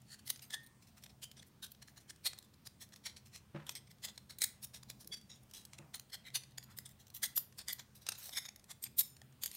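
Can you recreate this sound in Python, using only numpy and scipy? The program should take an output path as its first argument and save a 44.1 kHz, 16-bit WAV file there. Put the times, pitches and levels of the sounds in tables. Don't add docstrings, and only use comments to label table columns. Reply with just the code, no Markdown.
import sys
import numpy as np
from scipy import signal
from scipy.fft import rfft, irfft, next_fast_len
from scipy.io import wavfile
from scipy.ndimage import uniform_filter1d

SR = 44100
rng = np.random.default_rng(int(sys.argv[2]) if len(sys.argv) > 2 else 0)


def generate_wav(sig):
    pcm = np.round(np.clip(np.atleast_2d(sig).T, -1, 1) * 32767).astype(np.int16)
    wavfile.write(sys.argv[1], SR, pcm)


def amplitude_ratio(level_db):
    exponent = np.asarray(level_db, float) / 20
    return 10 ** exponent


N = 421596
BLOCK = 12288

# (frequency [Hz], level [dB])
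SHEET = [(150, -31), (450, -13), (850, -7.5), (1350, -11), (1950, -5.5), (2700, -6), (4200, 0.5),
         (8400, -6), (15700, -18.5), (16800, -26)]


def curve(points, hz):
    f, v = np.transpose(points)
    return np.interp(np.log(hz + 1), np.log(f), v)


def resonance(hz, centre_hz, width_hz):
    return 1 / (1 + 2j * (hz - centre_hz) / width_hz)


def walk(rate, size=N):
    k = int(SR / rate)
    held = np.repeat(rng.standard_normal(size // k + 1), k)
    return uniform_filter1d(held, k)[:size]


def add(out, x, s):
    i = int(round(s * SR))
    a, b = max(i, 0), min(i + len(x), N)
    out[a:b] += x[a - i:b - i]


def hum():
    # (frequency [Hz], level [dB])
    room_noise = [(20, -26), (50, -13.5), (128, -4), (208, -9.5), (380, -15.5), (1930, -24), (3230, -25.5),
                  (7710, -30), (8830, -26), (10400, -33.5), (15700, -29), (16400, -30)]
    # (frequency [Hz], width [Hz], level [dB])
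    drones = [(71.6, 14.6, 5), (128.7, 3.4, 11), (208.6, 10.8, 7.5)]
    # (time [s], level [dB])
    traffic = [
        (0, 0),
        (3.3, 0.5),
        (4.6, 2.5),
        (5.3, 2),
        (6, 0.5),
        (9.56, 0),
    ]
    size = next_fast_len(N, True)
    hz, out = np.fft.rfftfreq(size, 1 / SR), 0
    s, db = np.transpose(traffic)
    swell = np.interp(np.arange(N) / SR, s, db)
    drone = sum(amplitude_ratio(db) * abs(resonance(hz, f, width)) for f, width, db in drones)
    shape = amplitude_ratio(curve(room_noise, hz)) * (1 + drone)
    white = rfft(rng.standard_normal((2, size)))
    for k, centre in enumerate(2 ** np.arange(4.5, 14.5, .5)):
        band = np.cos(np.pi * np.clip(np.log2((hz + 1) / centre), -.5, .5))
        level_db = swell / (1 + (centre / 400) ** 2) + 2.1 * walk(6)
        out = out + irfft(white[k % 2] * shape * band, size)[:N] * amplitude_ratio(level_db)
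    return out * amplitude_ratio(-64.5) / np.std(out)


def tiles(x):
    # (frequency [Hz], fall by 60 dB [s])
    room_decay = [(300, 0.53), (2000, 0.37), (4000, 0.31), (16000, 0.22)]
    t, hz, tail = np.arange(BLOCK * 2) / SR, np.fft.rfftfreq(BLOCK * 2, 1 / SR), 0
    for centre in 2 ** np.arange(6., 15):
        band = np.cos(np.pi / 2 * np.clip(np.log2((hz + 1) / centre), -1, 1))
        noise = irfft(rfft(rng.standard_normal(len(t))) * band)
        tail = tail + noise * amplitude_ratio(-60 * t / curve(room_decay, centre))
    tail = tail * (1 - np.exp(-t / 0.0027))
    return signal.fftconvolve(x, tail / np.sqrt(np.sum(tail ** 2)))[:N]


def bumps():
    # (frequency [Hz], level [dB], fall by 60 dB [s])
    floor_modes = [(148.3, 0, 0.26), (199.5, -0.5, 0.13), (334, 2, 0.075), (567, -5, 0.13)]
    # (time [s], level [dB])
    blows = [
        (3.546, -40),
        (5.79, -53.5),
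    ]
    # (time [s], level [dB], frequency [Hz])
    taps = [
        (3.6925, -46, 1010),
        (4.9, -48.5, 550),
        (8.088, -40.5, 1340),
        (8.291, -49.5, 730),
        (9.218, -54, 800),
        (9.218, -53, 1820),
        (9.218, -56, 3320),
        (7.378, -47.5, 610),
    ]
    out, t = np.zeros(N), np.arange(BLOCK) / SR
    dull = signal.butter(2, [350, 2000], "bandpass", fs=SR, output="sos")
    for s, blow_db in blows:
        ring = sum(amplitude_ratio(db - 60 * t / t60) * np.sin(2 * np.pi * f * t) for f, db, t60 in floor_modes)
        shaking = rng.standard_normal(BLOCK) * amplitude_ratio(3 * walk(150, size=BLOCK))
        rattle = signal.sosfilt(dull, shaking) * amplitude_ratio(-3.5 - 60 * t / 0.38)
        soft_onset = 1 - np.exp(-t / 0.0025)
        add(out, amplitude_ratio(blow_db) * (ring + rattle) * soft_onset, s)
    for s, db, f in taps:
        add(out, amplitude_ratio(db - 60 * t / 0.017) * np.sin(2 * np.pi * f * t), s)
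    return out


def fingers():
    # (time of peak [s], level [dB], frequency [Hz], length [s])
    rustles = [
        (5.092, -68, 308, 0.036),
        (5.846, -73.5, 790, 0.1),
        (6.717, -67.5, 1330, 0.045),
        (8.298, -75, 700, 0.12),
        (8.712, -63, 1000, 0.019),
        (0.985, -70, 1550, .022),
        (8.24, -67, 2000, .07),
        (3.57, -64, 1200, .035),
    ]
    out, t = np.zeros(N), np.arange(2 * BLOCK) / SR
    for s, db, f, length in rustles:
        dull = signal.butter(2, [f / 1.5, f * 1.5], "bandpass", fs=SR, output="sos")
        grain = signal.sosfilt(dull, rng.standard_normal(len(t)) * amplitude_ratio(5 * walk(80, size=len(t))))
        swell = amplitude_ratio(db - 10 * ((t - t.mean()) / length) ** 2)
        add(out, grain / np.std(grain) * swell, s - t.mean())
    return out


def rings():
    # (time [s], frequency [Hz], level [dB], fall by 60 dB [s], roughness [0
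    singing = [(.455, 13100, -55, 0.12, .4), (.525, 1830, -47, .36, 0.05), (1.227, 3120, -52.5, 0.24, .5),
               (5.115, 4640, -25, 0.09, 0.3), (5.11, 3370, -28.5, 0.087, 0.37),
               (5.116, 6050, -41, 0.081, 0.7), (5.12, 2160, -33, 0.054, 0.65), (5.54, 3330, -53, 0.23, 0.5),
               (6.118, 3230, -52, 0.23, .5), (7.37, 9900, -52, 0.23, .8), (8.982, 5310, -51, 0.38, 1.2),
               (8.986, 8950, -51, 0.41, 1), (8.984, 6980, -55, 0.52, 0.9), (8.985, 12900, -51.5, 0.33, 0.9),
               (8.985, 14200, -48, 0.18, 0.9), (8.99, 3670, -58.5, 0.33, 1), (8.99, 6160, -58, .25, 1),
               (8.99, 15200, -50, 0.23, 0.9), (8.985, 2270, -46, 0.12, 0.55), (9.41, 2500, -52, 0.11, .6),
               (2.25, 12900, -42, .09, .5), (3.708, 6200, -48, .06, .3), (8.215, 11550, -56, .5, .5),
               (8.22, 14800, -52, .2, .5), (8.21, 13250, -60, .6, .6), (7.375, 4470, -55, .2, .6),
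               (7.225, 13700, -46, .1, .6), (.522, 1740, -29, .09, .6), (5.15, 4650, -63, .4, .6)]
    out, t = np.zeros(N), np.arange(BLOCK) / SR
    for s, f, db, t60, rough in singing:
        wander = walk(260, size=BLOCK) + 1j * walk(330, size=BLOCK)
        beats = 1 - rough / 2 + rough * wander
        swell = (1 - np.exp(-(t / .018) ** 2)) * amplitude_ratio(db - 60 * t / t60)
        add(out, swell * np.imag(beats * np.exp(2j * np.pi * f * t)), s)
    return out


def strokes():
    # (time of peak [s], peak [dB], rise [ms], fall [ms], treble over mids [dB])
    bites = [(0.138, -52.5, 40, 16, -2), (0.306, -42, 18, -5.5, 7), (0.544, -39, 17.5, 9.5, -4.5),
             (1.232, -45.5, 10, 19, 2), (1.634, -45, 9, 24.5, 0.5), (2.266, -32, 15, 15, 1),
             (3.066, -41.5, 15, 12, -5), (4.049, -40.5, 16, 13, -2), (4.43, -34.5, 16, 3.5, 10),
             (4.442, -26.5, 6, 4.5, 13), (4.64, -44, 13.5, 14.5, 11), (5.136, -45.5, 13, 14, -4),
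             (5.945, -45, 7.5, 25.5, -6), (6.145, -43, 16, 11, -4.5), (6.355, -32.5, 9.5, 16.5, 2.5),
             (7.239, -30.5, 11, 9, 7), (7.366, -32.5, 9, 26, 21), (7.376, -36, 8, 3, 20),
             (7.253, -38, 6, 14, 8), (9.009, -31, 6, 8, 16), (7.695, -41, 16.5, 25, -1),
             (8.19, -55, 14, 30, 7), (8.14, -62, 38, 72, -6), (8.42, -60, 26, 50, 4),
             (8.245, -50, 27, 58, 13), (8.369, -51.5, 36, 48, 1), (8.374, -35, 5, 6, -5),
             (8.387, -37, 28, 4, -3), (8.712, -47.5, 16, 13, 1.5), (8.994, -24.5, 12.2, 12, 22.5)]
    # (time [s], peak [dB], rise [ms], treble [dB])
    snaps = [(0.28, -44, 7.2, 3), (1.065, -51, 4.6, -12), (1.431, -55, 7.6, -7), (1.885, -53.5, 4.6, -15),
             (2.107, -48, 16.5, -6), (2.389, -42, 2.8, 6), (2.544, -63, 9.2, -4), (2.675, -47.5, 14.9, 0),
             (2.941, -53, 9.7, -10), (3.724, -55.5, 40, 8), (4.834, -49.5, 4.8, -7),
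             (4.903, -40.5, 4.4, -1), (5.076, -42.5, 3.2, 14.5), (5.182, -61, 40, 2),
             (5.789, -48.5, 6.3, -7), (6.105, -61, 10, -2), (6.584, -38.5, 6, -1.5), (6.643, -55, 11.6, 12),
             (6.788, -35, 2.6, 9), (6.92, -64, 30, 9), (7.593, -46.5, 14, 11), (7.732, -38, 8.8, 12),
             (8.465, -49, 34, -6), (8.491, -42.5, 5.7, -10), (8.872, -53, 33, -10)]
    # (time [s], peak [dB], fall [ms], treble [dB])
    drags = [(0.265, -54, 36, 9), (0.425, -53, 26, 8), (0.507, -52, 15, -7), (1.101, -63, 19, -8),
             (1.373, -57, 34, -10), (2.103, -58, 13, 7), (2.656, -61.5, 23, -4), (2.814, -52.5, 25.3, 2),
             (3.061, -51.5, 42, -10), (3.168, -56, 24, -6), (3.675, -58, 37, -16), (3.76, -47.5, 22, 3),
             (4.303, -51, 27.4, -3), (4.417, -42, 45, 9), (4.744, -49.5, 25.6, -3.5), (5.301, -55, 14, -9),
             (5.316, -55.5, 30, -18), (5.548, -52.5, 59, 3), (5.953, -49, 13, 14), (6.774, -52, 23, 15),
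             (6.859, -50.5, 17.5, 5), (7.15, -47.5, 28, 13.5), (7.591, -48.5, 27, -7),
             (7.791, -49, 21.4, -9), (7.957, -59, 27, 9), (8.069, -52, 43, -14), (8.154, -54.5, 10, -9),
             (8.83, -45.5, 25.6, 22), (9.425, -53, 42, 14), (9.426, -48.5, 66, 7)]
    # (time [s], peak [dB], rise and fall [ms], treble [dB])
    rubs = [(0.195, -59.5, 8.8, 2), (0.639, -62, 10, 10), (1.476, -66.5, 12, 15), (1.71, -66, 8.7, 12),
            (3.875, -64, 8, -9), (8.215, -57.5, 30, 6), (8.28, -59, 22, 9), (5.435, -66, 7.8, 17),
            (5.5, -69, 8, 8), (5.36, -65, 20, -2), (2.447, -67.5, 14, 3), (1.826, -52, 7.7, -7),
            (1.978, -56.5, 14.3, -4), (2.824, -54, 17, 0), (3.357, -52, 23, -3), (3.913, -58.5, 10.8, 1),
            (4.087, -49.5, 16, -11), (4.903, -55, 15, -3), (5.016, -56, 15.6, 5), (5.741, -61, 16, -9),
            (6.27, -51.5, 17.4, -6), (8.185, -55, 14, 18), (8.335, -47, 12, -1), (9.551, -53, 37, 8)]
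    # (time [s], peak [dB])
    creaks = [(0.663, -73), (0.827, -65.5), (0.876, -66), (0.975, -64.5), (1.026, -65), (1.881, -62.5),
              (2.008, -66.5), (2.961, -67), (3.262, -62), (4.15, -68), (6.707, -63), (7.002, -62),
              (8.02, -61.5)]
    # (time [s], peak [dB], fall [ms], treble [dB])
    ticks = [(0.278, -46, 1, 15), (2.674, -48, 1.5, 0), (3.169, -47.5, 3, -9), (3.753, -40, 4, 0),
             (5.942, -45, 2, -6), (0.302, -28, 6, 6), (0.506, -47, 3, 7), (0.544, -34.5, 0, -9),
             (0.671, -55, 3.5, 11), (2.256, -39, 6, -5), (2.265, -32, -2, 9), (2.379, -56, 6, -8),
             (7.731, -32, 3, 24), (8.454, -44.5, 3, -15), (8.99, -37, -1, 32), (8.996, -29, 3.5, 20.5),
             (9.217, -50, 2.5, -6), (8.236, -55, 0, 8), (1.037, -49, 9, 2), (1.718, -47, 5, 19),
             (2.333, -44, 3, -16), (3.667, -48, 6, 1), (3.693, -33.5, 4.5, -5), (4.178, -42.5, 4.5, -8),
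             (4.386, -43, 6, 14), (4.419, -25, 4, 5), (5.537, -48.5, 6.5, 4), (5.652, -46, 4.5, 10),
             (5.734, -45, 2.5, -8), (5.997, -41, 3, 6), (6.304, -50, 1, -12), (7.149, -40, 3, 27),
             (7.379, -20, 2, 25), (7.684, -31, 2.5, 7), (8.067, -38, 3, -3), (8.089, -27.5, 4.5, 2),
             (8.12, -38.5, 7, -8), (8.293, -43, 3.5, -5), (8.561, -47.5, 3, 4), (8.839, -32.5, 4.5, 17.5),
             (9.436, -29, 4, 7), (9.46, -30, 3.5, 10.5), (9.515, -41, 2.5, 7), (9.551, -39, 2, 18),
             (7.376, -31.5, 2, -12), (9.467, -42, 3, 8), (9.478, -46, 3, 3)]
    # (time [s], peak [dB], treble [dB])
    clicks = [(0.018, -61, 8), (0.36, -49, -5), (0.394, -51, -14), (0.664, -55, 11), (0.98, -60, 6),
              (1.315, -49.5, 5), (1.666, -52, 4), (1.748, -59, -4), (2.161, -59.5, 3), (3.985, -66, 0),
              (2.426, -56, 4), (2.89, -63, 6), (2.923, -56.5, -11), (2.961, -51, -3), (4.02, -64, -18),
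              (4.056, -55, -6), (5.046, -54.5, 5), (5.213, -57.5, -1), (5.512, -53.5, 6), (6.284, -49, -11),
              (6.436, -49.5, -4), (6.509, -64, 6), (6.628, -52.5, -5), (6.892, -55, 7), (7.102, -53.5, 3),
              (7.525, -58.5, -11), (8.596, -57, -1), (8.642, -55, 3), (9.167, -54, -5), (9.325, -64, -10),
              (7.069, -56, 0), (7.081, -59, 10), (8.152, -53, 0), (8.18, -54, 12), (8.242, -52, 8),
              (8.332, -51, -3), (9.455, -48, 5), (6.52, -62, -10), (0.375, -58, 14), (4.671, -59, 3)]
    tick_rise_ms = 1.58
    return (bites
            + [(s, db, ms, 1.18 + 0.095 * ms, treble) for s, db, ms, treble in snaps]
            + [(s, db, 5.2 + 0.086 * ms, ms, treble) for s, db, ms, treble in drags]
            + [(s, db, ms, ms, treble) for s, db, ms, treble in rubs]
            + [(s, db, 9.4, 24.4, 2) for s, db in creaks]
            + [(s, db, tick_rise_ms, ms, treble) for s, db, ms, treble in ticks]
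            + [(s, db, tick_rise_ms, 4.3, treble) for s, db, treble in clicks])


def body(hz, grip):
    rim_hz = 1770
    luck = rng.standard_normal((2, 8))
    rim = sum(amplitude_ratio(-6 + 3.5 * luck[0, k]) * resonance(hz, rim_hz * (k + 1 + luck[1, k] / 10), 360)
              for k in range(8))
    lesser = sum(amplitude_ratio(4 * a) * resonance(hz, 1500 + 14000 * f, 220) for f, a in rng.random((16, 2)))
    h = (1 + rim + lesser) * amplitude_ratio(curve(SHEET, hz))
    return h / np.sqrt(np.mean(abs(h) ** 2)), grip


def free_modes(hz, grip):
    scatter_db, bend_hz, width_hz = 2, 70, 520
    luck, out = rng.standard_normal((3, 2)), 0
    for k, f in enumerate(grip[1:-1]):
        level_db = grip[-1] - 1.5 * k + scatter_db * luck[k, 0] + 0.39 * curve(SHEET, f) + 3.0
        out = out + amplitude_ratio(level_db) * resonance(hz, f + bend_hz * luck[k, 1], width_hz) ** 2
    return out


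def rasp(pressure, hz, grain):
    angle, size = hz / 900 + 2 * np.pi * rng.random(), len(pressure)
    slips = [pressure * rng.standard_normal(size) * amplitude_ratio(3.6 * grain * walk(250, size=size))
             for _ in range(2)]
    return rfft(slips[0]) * np.cos(angle) + rfft(slips[1]) * np.sin(angle)


def brighten(h, hz, treble_db):
    mids, top = (hz > 1400) & (hz < 6500), hz > 8000
    ratio = np.sum(abs(h[top]) ** 2) / np.sum(abs(h[mids]) ** 2)
    shelf = 1 / (1 + (10000 / (hz + 1)) ** 6)
    h = h * (amplitude_ratio(treble_db) / np.sqrt(ratio)) ** shelf
    h = h * amplitude_ratio(-0.36 * treble_db / (1 + (hz / 2000) ** 4))
    return h / np.sqrt(np.mean(abs(h) ** 2))


def shears():
    # (start [s], mode [Hz], mode [Hz], mode [Hz],
    # ring [dB])
    firm_grips = [(0.0, 1830, 4580, 9200, 8.8), (0.24, 4600, 4000, 9720, 8), (0.34, 5540, 8800, 3400, 5),
                  (0.41, 5000, 12700, 6500, 6), (0.49, 1870, 9480, 3600, 9), (0.6, 9460, 14500, 8560, 15),
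                  (1.15, 3120, 14600, 9200, 8), (1.6, 3940, 3300, 1620, 7), (2.22, 4300, 12900, 9000, 5),
                  (2.3, 3720, 8700, 13000, 5.3), (3.02, 4160, 2370, 5600, 5.3),
                  (3.62, 8500, 13700, 5800, 7), (3.685, 3280, 8310, 2100, 10), (3.7, 6200, 8400, 13000, 6),
                  (3.745, 8400, 2240, 3300, 8), (4.0, 3470, 5000, 2050, 6), (4.13, 6700, 5420, 4140, 5.2),
                  (4.36, 8300, 2180, 4100, 9), (4.6, 5600, 15480, 12000, 2.4), (5.1, 3370, 5900, 7200, 7),
                  (5.28, 3760, 5570, 6800, 13), (5.49, 3300, 4000, 9000, 7), (5.91, 4160, 3500, 9230, 6),
                  (6.08, 3270, 4330, 1880, 9), (6.24, 3900, 2160, 3340, 21), (6.32, 4380, 3500, 6050, 4),
                  (6.55, 3400, 4200, 12000, 8), (6.76, 9040, 7600, 3600, 10), (7.21, 1980, 3370, 8600, 7),
                  (7.245, 6500, 8600, 13700, 5), (7.34, 12500, 13700, 11550, 11),
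                  (7.56, 5170, 8770, 3500, 3.7), (7.66, 3370, 4920, 2170, 9.7),
                  (7.72, 13700, 3500, 7040, 8), (7.93, 5800, 12500, 3820, 5.8),
                  (8.14, 3920, 8910, 15150, 6), (8.17, 11500, 15200, 6740, 4.5),
                  (8.21, 14700, 11400, 8200, 5.9), (8.27, 13300, 11500, 9750, 8),
                  (8.32, 5340, 3650, 2100, 12), (8.44, 3660, 5230, 6650, 14), (8.8, 8500, 12550, 7300, 20),
                  (8.835, 8420, 12600, 5100, 15), (8.845, 7340, 4700, 2400, 7),
                  (8.96, 13000, 14300, 9000, 7), (9.4, 9100, 12000, 6850, 10),
                  (9.49, 6500, 11500, 14500, 8), (9.525, 11800, 8800, 6500, 9)]
    dish_hz = [2030, 3370, 4140, 5500, 5900, 7100, 9100]
    hold_s, brief_ms = .2, 24
    out, hz = np.zeros(N), np.fft.rfftfreq(BLOCK, 1 / SR)
    grips = firm_grips
    loose_grips = [(0, *rng.permutation(dish_hz)[:3], 3) for _ in range(12)]
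    firm = [body(hz, grip) for grip in grips]
    loose = [body(hz, grip) for grip in loose_grips]
    starts = np.array(grips)[:, 0]
    for s, db, rise, fall, treble_db in strokes():
        step = 3 if 2 * rise < brief_ms and fall < brief_ms else 1
        lead = BLOCK // step // 3
        ms = (np.arange(BLOCK // step) - lead) * 1000 / SR
        span_ms = np.clip(np.where(ms < 0, rise, fall) - .9, .4, 80)
        pressure = amplitude_ratio(db - 10 * (abs(ms) / span_ms) ** (1.59 if rise > 2 else 1.15))
        k = max(np.searchsorted(starts, s) - 1, 0)
        held = s - starts[k] < hold_s
        sheet, grip = firm[k] if held else loose[int(s / hold_s) % len(loose)]
        pumped = np.clip((rise + fall) / 16, .2, 1)
        colour = sheet[::step] + free_modes(hz[::step], grip) * pumped
        slips = rasp(pressure, hz[::step], min((rise + fall) / 20, 1))
        bite = irfft(slips * brighten(colour, hz[::step], treble_db))
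        add(out, bite * np.sqrt(np.sum(pressure ** 2) / np.sum(bite ** 2)), s - lead / SR)
    return out


def scene():
    near = shears() + rings() + bumps() + fingers()
    return (near + amplitude_ratio(-14.5) * tiles(near) + hum())[None]


def top_cut(x):
    return signal.sosfilt(signal.butter(12, 16800, fs=SR, output="sos"), x)


def record(dry):
    top = signal.ellip(6, .2, 22, 15780, fs=SR, output="sos")
    return top_cut(signal.sosfilt(top, dry))


dry = scene()
out = record(dry)
generate_wav(out)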